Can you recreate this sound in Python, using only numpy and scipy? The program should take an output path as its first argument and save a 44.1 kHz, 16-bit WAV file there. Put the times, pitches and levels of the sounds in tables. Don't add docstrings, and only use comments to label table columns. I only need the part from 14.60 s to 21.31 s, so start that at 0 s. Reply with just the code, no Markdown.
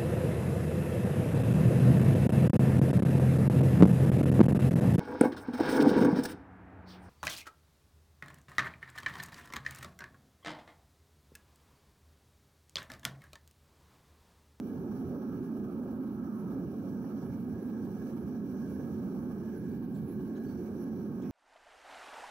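import sys
import numpy as np
from scipy import signal
from scipy.fft import rfft, irfft, next_fast_len
from scipy.io import wavfile
from scipy.ndimage import uniform_filter1d

SR = 44100
rng = np.random.default_rng(int(sys.argv[2]) if len(sys.argv) > 2 else 0)


def amp(db):
    return 10 ** (np.asarray(db, float) / 20)


def write(x):
    x = np.atleast_2d(x).T
    wavfile.write(sys.argv[1], SR, np.round(np.clip(x, -1, 1) * 32767).astype(np.int16))


N = 295911

# start_s, pressure_db
PRESSURE = [(0, -0.5), (.35, 0), (.9, 0), (1.45, -2), (1.8, -0.5), (2.1, 0), (2.5, 1.5), (2.85, 0),
            (3.5, 2.5), (3.8, -0.5), (4.15, 3.5), (4.5, 0.5), (4.95, 2), (5.2, 0), (5.85, 1), (6.2, 1.5),
            (6.5, 0), (6.7, 3)]
# start_s, depth_0_to_1
PIPE_DEPTH = [
    (0, 0.27),
    (1.2, 0.9),
    (1.8, 0.92),
    (5.7, 0.8),
    (6.05, 0.2),
    (6.7, 0),
]
# start_s, peak_db, pitch_hz
POPS = [(0.195, -48, 580), (0.509, -38, 563), (1.257, -34, 536), (1.309, -42, 530), (2.127, -39.5, 538),
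        (2.235, -42, 548), (2.44, -40.5, 780), (3.121, -45, 506), (3.267, -44, 757), (4.701, -40, 487),
        (4.758, -43, 545), (6.456, -42, 570), (6.594, -41, 538)]


def read(points, hz, column=1):
    table = np.transpose(points)
    return np.interp(np.log(hz + 1), np.log(table[0] + 1), table[column])


def evened(x):
    return x / np.sqrt(np.mean(np.abs(x) ** 2) + 1e-20)


def curve(rows):
    return np.interp(np.arange(N) / SR, *np.transpose(rows))


def swells(rows):
    coarse_s = np.arange(0, N + 50, 50) / SR
    center_s, db, length_s = np.transpose(rows)
    bells = np.exp(-(2 * (coarse_s[:, None] - center_s) / length_s) ** 2)
    return np.interp(np.arange(N) / SR, coarse_s, bells @ db)


def flutter(depth_db, samples):
    wobble = rng.standard_normal(N)
    for _ in range(2):
        wobble = uniform_filter1d(wobble, int(samples))
    return amp(depth_db * evened(wobble))


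def steadied(x, size, share):
    swing = uniform_filter1d(uniform_filter1d(x.mean(0) ** 2, size=size), size=size)
    x = x / (swing + 0.57) ** share
    return x / np.sqrt(np.mean(x.mean(0) ** 2))


def lifted(x, low_hz, high_hz, db):
    sos = signal.butter(2, [low_hz, high_hz], "band", fs=SR, output="sos")
    return x + signal.sosfiltfilt(sos, x) * (amp(db) - 1)


def resonances(modes, hz):
    mode_hz, width_hz, left_db, right_db = np.transpose(modes)
    shape = 1 / (1 + (2 * (hz[:, None] - mode_hz) / width_hz) ** 2) ** 1.333
    return np.array([shape @ amp(2 * left_db), shape @ amp(2 * right_db)])


def sided(points, hz):
    # pitch_hz, left_minus_right_db
    left_lean = [(60, 2.5), (110, -6.5), (200, -4.5), (380, -1), (700, -3), (1290, 0.5), (2380, -6),
                 (4400, -5), (8120, 5), (15000, -21)]
    lean_db = read(left_lean, hz) * np.array([[.5], [-.5]])
    return amp(2 * (read(points, hz) + lean_db))


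def turbulence(power, size, patchy_db, flicker_db, patch_hz, patch_s):
    # pitch_hz, likeness_0_to_1, left_lead_rad
    port_likeness = [(40, .9, 0.5), (70.5, 1, -0.5), (201, 0.99, -0.15), (400, 1, -0.25), (457, 1, -0.5),
                     (508, 0.87, 0.7), (537, 0.95, -0.5), (600, 0.85, 0), (785, 0.95, 0.23), (930, 0.84, 0),
                     (1027, 0.2, -0.2), (1095, 1, -1), (1132, 0, -2.5), (1200, .68, -1), (1300, 0.4, -1),
                     (1380, 0.2, -0.7), (1440, .42, -1.5), (1520, 0.6, -0.2), (1575, 0.8, .5),
                     (1660, 0.92, 0.7), (1770, 0.6, 0.6), (1860, .4, -1.5), (1900, 0.2, -1.5), (2150, 0, -2.5),
                     (2270, .55, -3.5), (2364, .5, -6), (2450, 0.3, -6), (2580, 0.4, -5), (2730, 0, -6),
                     (2820, .12, -4), (2970, 0.47, -3), (3200, 0.46, -2),
                     (4000, 0.12, -2.5), (5760, 0.42, -5), (6130, .1, -2.5), (7600, 0.79, -2.5),
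                  (9100, .15, -2.5), (10780, 0.97, 2), (12130, .3, 8), (14800, .45, 2.5),
                  (15500, 0.16, 3.5)]
    ports = port_likeness
    hop, hz = size // 4, np.fft.rfftfreq(size, 1 / SR)
    a, b, c, d, patches = rng.standard_normal((N // hop + 5, len(hz), 5), dtype=np.float32).T
    wide_bins = max(int(patch_hz * size / SR), 1)
    long_frames = max(int(patch_s * SR / hop), 1)
    for _ in range(2):
        patches = uniform_filter1d(uniform_filter1d(patches, wide_bins, axis=0), long_frames, axis=1)
    flicker = evened(uniform_filter1d(rng.standard_normal(a.shape[1]), long_frames))

    same = np.clip(read(ports, hz), 0, 1)[:, None].astype(np.float32)
    lead = np.exp(1j * read(ports, hz, column=2))[:, None].astype(np.complex64)
    right = a + 1j * b
    left = lead * (same * right + np.sqrt(1 - same ** 2) * (c + 1j * d))
    z = np.array([left, right])
    z *= np.sqrt(power(hz))[:, :, None] * amp(patchy_db * evened(patches) + flicker_db * flicker)
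    out = signal.istft(z, nperseg=size, noverlap=size - hop)[1][:, :N]
    return out / np.sqrt(np.mean(out.mean(0) ** 2))


def tongs():
    # start_s, peak_db, center_hz, width_hz, t60_s
    ticks = [(5.34, -72, 15000, 3500, .15), (5.345, -73.5, 3980, 1600, 0.22), (5.34, -72, 7760, 1800, 0.19),
             (5.51, -69, 13700, 3000, .3), (5.748, -71, 4000, 820, .12), (5.762, -69, 3200, 300, .06),
             (5.76, -71, 6550, 250, .08), (5.762, -71, 5800, 1200, .06), (5.833, -61, 12900, 3500, .05),
             (5.785, -79, 4100, 200, .3), (5.86, -75, 4520, 160, .6), (6.8, -77, 4520, 160, .3),
             (5.5, -79, 4100, 200, .3), (6.22, -62, 12500, 3000, .06), (6.612, -72, 3300, 1100, .3),
             (6.63, -68.5, 2300, 700, 0.46), (8.2, -63, 2500, 1300, 0.44), (6.618, -63, 6860, 2500, .04)]
    out, t = np.zeros(N), np.arange(8000) / SR
    for start_s, peak_db, hz, width_hz, t60_s in ticks:
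        pole = np.exp(-np.pi * width_hz / SR)
        grit = rng.standard_normal(len(t)) + 1j * rng.standard_normal(len(t))
        for _ in range(2):
            grit = signal.lfilter([1], [1, -pole], grit)
        band = evened((grit * np.exp(2j * np.pi * hz * t)).real)
        tick = amp(peak_db + 1.5 - 60 * t / t60_s) * band * np.minimum(t / 0.007, 1)
        part = out[round(start_s * SR):][:len(t)]
        part += tick[:len(part)]
    return out * amp([[-3.], [2.5]])


def puffs():
    edge_db, level_db, t60_s, attack_s = -14, -3.5, 0.053, 0.0024
    out, t = np.zeros(N), np.arange(3000) / SR
    for start_s, peak_db, hz in POPS:
        phase = 2 * np.pi * hz * t
        ring = np.sin(phase) + amp(edge_db) * np.sin(2.3 * phase) + .5 * np.sin(1.27 * phase)
        pop = amp(peak_db + level_db - 60 * t / t60_s) * np.minimum(t / attack_s, 1) * ring
        part = out[round(start_s * SR):][:len(t)]
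        part += pop[:len(part)]
    return out * amp([[-2.], [1.7]])


def jet():
    # pitch_hz, width_hz, left_db, right_db
    tube_modes = [(2280, 176, -1.5, 4), (2820, 82, -10, -5), (2957, 60, -6, -1), (3105, 45, -4, -6),
                  (3260, 100, -13, -7.5), (3410, 100, -11, -10), (3720, 120, -16, -14),
                  (3950, 140, -13, -6), (4350, 50, -16, -9), (4513, 60, -6, -1), (5080, 120, -13, -7.5),
                  (7390, 190, -12, -13), (7660, 360, -24, -12.5), (8220, 430, -19, -11.5),
                  (9130, 660, -16, -11)]
    # pitch_hz, width_hz, left_db, right_db
    end_modes = [(5753, 450, -16, 13), (6150, 530, -8.5, 1.5)]
    # pitch_hz, width_hz, left_db, right_db
    whistle_modes = [(11180, 89, -5, 5), (11250, 320, -10, -5)]
    # pitch_hz, width_hz, left_db, right_db
    nozzle_modes = [(9840, 330, -11, -18), (10400, 100, -11, -19), (10940, 300, -14, -13),
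                    (11300, 700, -10, -17), (12500, 980, -12, -11.5), (12960, 140, -9, -5),
                    (13560, 200, -9, -9), (14710, 180, -5, -8), (15620, 250, -5, -6),
                    (15000, 2200, -4.5, -16), (15300, 130, -6, -13)]
    # start_s, lift_db, length_s
    flares = [(.38, 2, .1), (.85, 6, .06), (1.8, 8, .04), (2.45, 4, 0.13), (2.68, 9, 0.055), (3.03, 6, .05),
              (3.6, 7, .1), (4.15, 7.5, 0.19), (4.75, 6.5, 0.12), (4.98, 7, 0.056), (5.33, 3, .06),
              (5.43, 4, 0.13), (5.51, 13.5, 0.067), (6.22, 11, 0.086)]
    # start_s, loss_db, length_s
    shades = [
        (1.4, 2, .2),
        (2.81, 4, 0.092),
        (5.35, 7, 0.51),
    ]
    # start_s, loss_db, length_s
    gutters = [(.15, -0.5, .15), (.62, 2, .18), (1.45, 1, .25), (1.15, -1, .06), (2.08, 6, .07),
               (2.5, 3, .12), (3.75, 2, 0.054), (4.97, 0, .1), (5.25, 5.5, .08), (6.35, 2, 0.055),
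               (6.5, 1, .06)]
    # start_s, loss_db, length_s
    lulls = [(.15, 3, .12), (.62, 7, .16), (.76, 4, .07), (1.15, 4, .06), (1.27, 4, .05), (1.47, 4, .15),
             (2.08, 5, .06), (2.5, 6, .13), (3.75, 6, .06), (5, 4, .08), (5.25, 5, .07), (6.15, 3, .06),
             (6.35, 6, .05), (6.5, 5, .06)]

    def hiss(modes, bed_db, low_hz, high_hz):
        bed = amp(2 * np.array(bed_db))[:, None]

        def power(hz):
            top = resonances(modes, hz) + bed / (1 + (hz / high_hz) ** 12)
            return top / (1 + (low_hz / (hz + 1)) ** 12)
        return power

    grain = dict(size=1024, patchy_db=1.06, flicker_db=0.36, patch_hz=400, patch_s=.04)
    tube = turbulence(hiss(tube_modes, (-18, -13.5), 2230, 7000), **grain)
    tube_end = turbulence(lambda hz: resonances(end_modes, hz), **grain)
    whistle = turbulence(lambda hz: resonances(whistle_modes, hz), **grain)
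    fizz = turbulence(hiss(nozzle_modes, (-16, -18.5), 10600, 17000), **grain)

    surge_db = curve(PRESSURE)
    glint = signal.sosfiltfilt(signal.butter(4, 6700, "high", fs=SR, output="sos"), tube)
    glint_db = 0.5 * curve(PIPE_DEPTH) + 0.44 * surge_db - swells(gutters)
    tube = tube + glint * (amp(glint_db) - 1)
    tube = amp(-78 + 0.84 * surge_db) * lifted(tube, 6900, 7700, .7 - swells(lulls))
    tube_end = amp(-80.5 + 1.6 * surge_db - swells(shades)) * flutter(0.78, 2500) * tube_end
    whistle = whistle * amp(-82.5 + 0.37 * surge_db + swells(flares)) * flutter(1.1, 1800)
    return tube + tube_end + whistle + amp(-74.5 + 0.65 * surge_db) * fizz


def mouth():
    # pitch_hz, density_db_per_hz
    spill_spectrum = [(380, -27), (480, -3), (600, -7), (700, -10.5), (900, -9.5), (960, -12.5),
                      (1005, -23.5), (1050, -18), (1150, -17), (1450, -16.5), (1720, -27.5), (1800, -32),
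                      (2000, -46), (2300, -53)]
    # pitch_hz, width_hz, left_db, right_db
    hollow_modes = [(543, 73, -3.5, 2), (745, 143, -12.5, -9), (1090, 44, -7.5, -6.5)]
    # pitch_hz, width_hz, left_db, right_db
    ring_modes = [(1232, 122, -2, -0.5), (1310, 38, -14, 5)]
    # pitch_hz, width_hz, left_db, right_db
    throat_modes = [(1570, 80, -5.5, 1), (1671, 32, -0.5, 1)]
    # start_s, choke (0 open, 1 choked, may go slightly beyond)
    choke_rows = [(0, 0.41), (.55, 0), (.9, 0.07), (1.4, 0.12), (1.65, -.15), (1.95, -.25), (2.1, 0.48),
                  (2.5, 0), (2.85, 0.5), (3.6, 0.33), (4, 0.68), (4.5, 0.08), (4.8, 0.16), (5.1, 1.15),
                  (5.3, 1), (5.75, 0.78), (6.1, 0.48), (6.7, 0.54)]

    grain = dict(size=4096, patchy_db=1.0, flicker_db=.5, patch_hz=146, patch_s=.12)
    spill = turbulence(lambda hz: sided(spill_spectrum, hz) + resonances(hollow_modes, hz), **grain)
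    ring = turbulence(lambda hz: resonances(ring_modes, hz), **grain)
    throat = turbulence(lambda hz: resonances(throat_modes, hz), **grain)

    choke = curve(choke_rows)
    blocked = choke + .5 * curve(PIPE_DEPTH) + swells([(2.2, .8, .4)])
    spill = lifted(spill, 975, 990, 7.5 - 6 * blocked)
    throat = throat * amp(-70.5 + 0.5 * choke + 0.86 * curve(PRESSURE)) * flutter(1.3, 3000)
    ring = amp(-63.5 - 14.5 * choke) * flutter(0.48, 2100) * ring
    return amp(-54.5 - 3.5 * choke) * spill + ring + throat


def boom():
    # pitch_hz, density_db_per_hz
    boom_spectrum = [(12, -72), (20, -52), (37, -44), (81, -11), (155, -7), (219, 0.5), (264, 0.5),
                     (301, -8), (368, -9), (480, -21), (620, -65), (1060, -120)]
    # pitch_hz, width_hz, left_db, right_db
    low_modes = [(93.6, 7.5, -9.5, -18), (183, 2.1, -2.5, -3.5), (213.5, 10.3, 0.5, 3), (277, 22, -9, -19)]
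    # pitch_hz, width_hz, left_db, right_db
    upper_modes = [(282.6, 48, -2, 0), (369, 50, -1.5, 1.5), (427, 36, -6.5, -13)]
    # start_s, sag_db, length_s
    stumbles = [(.1, 0.5, 0.035), (.3, 0, 0.027), (.58, 3, 0.13), (1.25, 1, 0.1), (1.8, 2.5, 0.039),
                (2.12, 5.5, 0.049), (2.5, 8.5, 0.037), (2.68, 7, 0.045), (3.02, 6, 0.059), (3.5, 12, 0.029),
                (3.62, 9, 0.028), (4.47, -0.5, 0.039), (4.82, 4, 0.12), (4.95, 6.5, 0.073),
                (5.09, -2.5, 0.041), (5.5, 10.5, 0.066), (5.77, 7.5, 0.056), (6.15, 2, 0.46),
                (6.35, -1.5, 0.064), (1.1, 5, .05)]
    # start_s, lift_db, length_s
    deep_swells = [(.05, -5, 0.19), (.55, 3.5, 0.37), (.9, -2.5, 0.19), (1.05, -1, 0.073), (1.6, -1, 1),
                   (2.45, 1, .15), (2.68, 7.5, 0.076), (2.92, 3, 0.5), (3.35, -3.5, 0.22), (3.6, 2.5, 0.19),
                   (3.93, -4, 0.15), (4.1, 2.5, 0.098), (4.25, -3, 0.074), (4.4, 1, 0.18), (4.9, 2, 0.25),
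                   (5.5, 4, .12), (5.7, -5, .12)]
    # start_s, upward_lean_db
    ridge = [(0, 4.5), (.25, -0.5), (.55, 3), (.9, 2.5), (1.05, 0.5), (1.3, 6), (1.65, 2), (1.85, -1.5),
             (2.1, 0.5), (2.5, 0), (3, 3), (3.45, -2), (4.2, 0.5), (4.85, -3.5), (5.2, 0), (5.6, -3),
             (6.25, 1), (6.7, 1.5)]
    # start_s, lift_db, length_s
    upper_swells = [(.35, 3.5, .3), (.8, 4, 0.16), (1.35, -5, 0.14), (1.72, -7, 0.17), (2.4, -7.5, 0.14),
                    (2.75, -2, 0.17), (3.35, -9, 0.11), (3.75, -4, 0.29), (4.4, 4, 0.14), (4.65, -1, .08),
                    (5.1, 4, 0.2), (5.35, -7, .08), (5.75, 3, 0.22), (6.25, 1.5, 0.24)]
    # start_s, lift_db, length_s
    licks = [(.1, 2, 0.17), (.93, 6.5, 0.15), (1.15, 2, 0.12), (2, 6.5, 0.1), (3.2, 2.5, 0.23),
             (4.6, 0.5, 0.23), (5.3, 2, 0.17), (5.9, 2, 0.12), (6.2, 2.5, 0.33)]

    grain = dict(size=4096, patchy_db=0.33, flicker_db=0.57, patch_hz=60, patch_s=.15)
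    low = turbulence(lambda hz: sided(boom_spectrum, hz) + resonances(low_modes, hz), **grain)
    upper = turbulence(lambda hz: resonances(upper_modes, hz), **grain)
    low = steadied(low, size=2500, share=.35)
    low = steadied(low, size=250, share=.27)
    upper = steadied(upper, size=2000, share=.4)

    sag_db, lean_db = swells(stumbles), curve(ridge)
    low = lifted(low, 55, 150, swells(deep_swells))
    low = lifted(low, 230, 310, lean_db) * amp(-.5 * lean_db)
    upper_db = -46.5 + 1.02 * sag_db + 0.35 * curve(PRESSURE)
    upper_db = upper_db - 2 * curve(PIPE_DEPTH) + .5 * lean_db + swells(upper_swells)
    upper = upper * amp(upper_db) * flutter(0.2, 2500)
    roar = lifted(amp(-36 - sag_db) * low + upper, 268, 337, swells(licks))

    cap_db, cap_share = -31.5, .7
    crest = uniform_filter1d(uniform_filter1d(roar.mean(0) ** 2, size=150), size=150) / amp(2 * cap_db)
    roar = roar / (1 + crest ** 2) ** (cap_share / 4)
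    return signal.sosfilt(signal.butter(1, 45, "high", fs=SR, output="sos"), roar)


def lid(x):
    # pitch_hz, width_hz, left_db, right_db
    ripple = [(115.3, 12, -0.5, -5.5), (147, 20, 0.5, 1), (166, 15, -1, -1), (296.4, 15, -3, -1.5),
              (332, 26, -3, -0.5), (98, 16, -1, -1.5), (367.7, 14, 1.5, 1), (538, 20, 0.5, 2),
              (562, 16, -0.5, -1), (382.7, 11, -5, -4), (430, 15, 0.5, -4.5), (506.5, 33, -7, -0.5),
              (580, 45, -3.5, -2), (630, 14, 2.5, 0.5), (659, 15, -12.5, -3), (860, 50, 1, -1),
              (934, 46, 1, -1.5), (1056, 27, 4, -3.5), (1052, 17, -6, -4), (1150, 9.9, -2, 0),
              (1225, 52, -10, 3), (1275, 36, -1.5, 0), (1303, 13, -8, -5.5), (1340, 22, -5.5, 0),
              (1510, 19, 0, -1), (1460, 14, -8, 5), (1590, 16, 0, -1), (1716, 28, 2, 2), (1790, 20, -4, 0),
              (1800, 14, -1, 2), (1910, 50, 0.5, -1.5)]
    size = next_fast_len(N)
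    hz, coarse_hz = np.fft.rfftfreq(size, 1 / SR), np.arange(0, 2400.)
    center_hz, width_hz, left_db, right_db = np.transpose(ripple)
    shape = np.exp(-(2 * (coarse_hz[:, None] - center_hz) / width_hz) ** 2)
    gain_db = [np.interp(hz, coarse_hz, shape @ db) for db in (left_db, right_db)]
    return irfft(rfft(x, size) * amp(gain_db), size)[:, :N]


def scene():
    # start_s, lift_db, length_s
    rim_swells = [(.1, 0, 0.42), (.55, 5, 0.071), (.85, -4, 0.12), (1.2, 2, 0.27), (1.6, -4, .4),
                  (2.15, 0, 0.11), (2.6, -1, .2), (2.85, -2, 0.35), (3.35, -2, 0.11), (3.95, 2, .1),
                  (4.15, 1.5, 0.27), (4.65, -1, 0.087), (5.35, -2.5, 0.62), (6, 3, 0.2)]
    # start_s, lift_db
    skirt = [(0, -2), (.5, -0.5), (1, -3.5), (1.6, -1.5), (1.75, 0.5), (2.1, -3), (2.35, -3.5), (2.7, 2),
             (4.2, 0.5), (4.45, -2), (4.7, 1.5), (6.7, 0)]
    hush_s, depth_db = 0.0071, 3
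    hush_db = swells([(start_s - hush_s / 2, depth_db, hush_s) for start_s, _, _ in POPS])
    shake = flutter(1.04, 500)
    flame = boom() + shake * mouth() * amp(-hush_db)
    flame = lifted(flame, 424, 660, swells(rim_swells) - hush_db)
    gas = lid(flame) + shake ** 0.7 * flutter(0.9, 1500) * jet()
    gas = lifted(gas, 1660, 2250, curve(skirt))
    return gas + puffs() + tongs()


def band_limit(x):
    return signal.sosfilt(signal.butter(12, 16040, fs=SR, output="sos"), x)


def record(dry):
    edge_hz = 15720
    hz, _, z = signal.stft(dry, SR, nperseg=2048, boundary="even")
    power = uniform_filter1d(uniform_filter1d(np.abs(z) ** 2, size=5, axis=1), size=3, axis=2)
    near_db = 10 * np.log10(power + 1e-20)
    treble = (hz > 1800) & (hz < edge_hz)
    faint_db = np.percentile(near_db[:, treble], 2.6, axis=(1, 2), keepdims=True)
    keep = np.where(treble[:, None], np.clip(near_db - faint_db, .05, 1), 1)
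    kept = signal.istft(z * keep * (hz < edge_hz)[:, None], SR, nperseg=2048)[1][:, :N]
    return band_limit(kept)


dry = scene()
out = record(dry)
write(out)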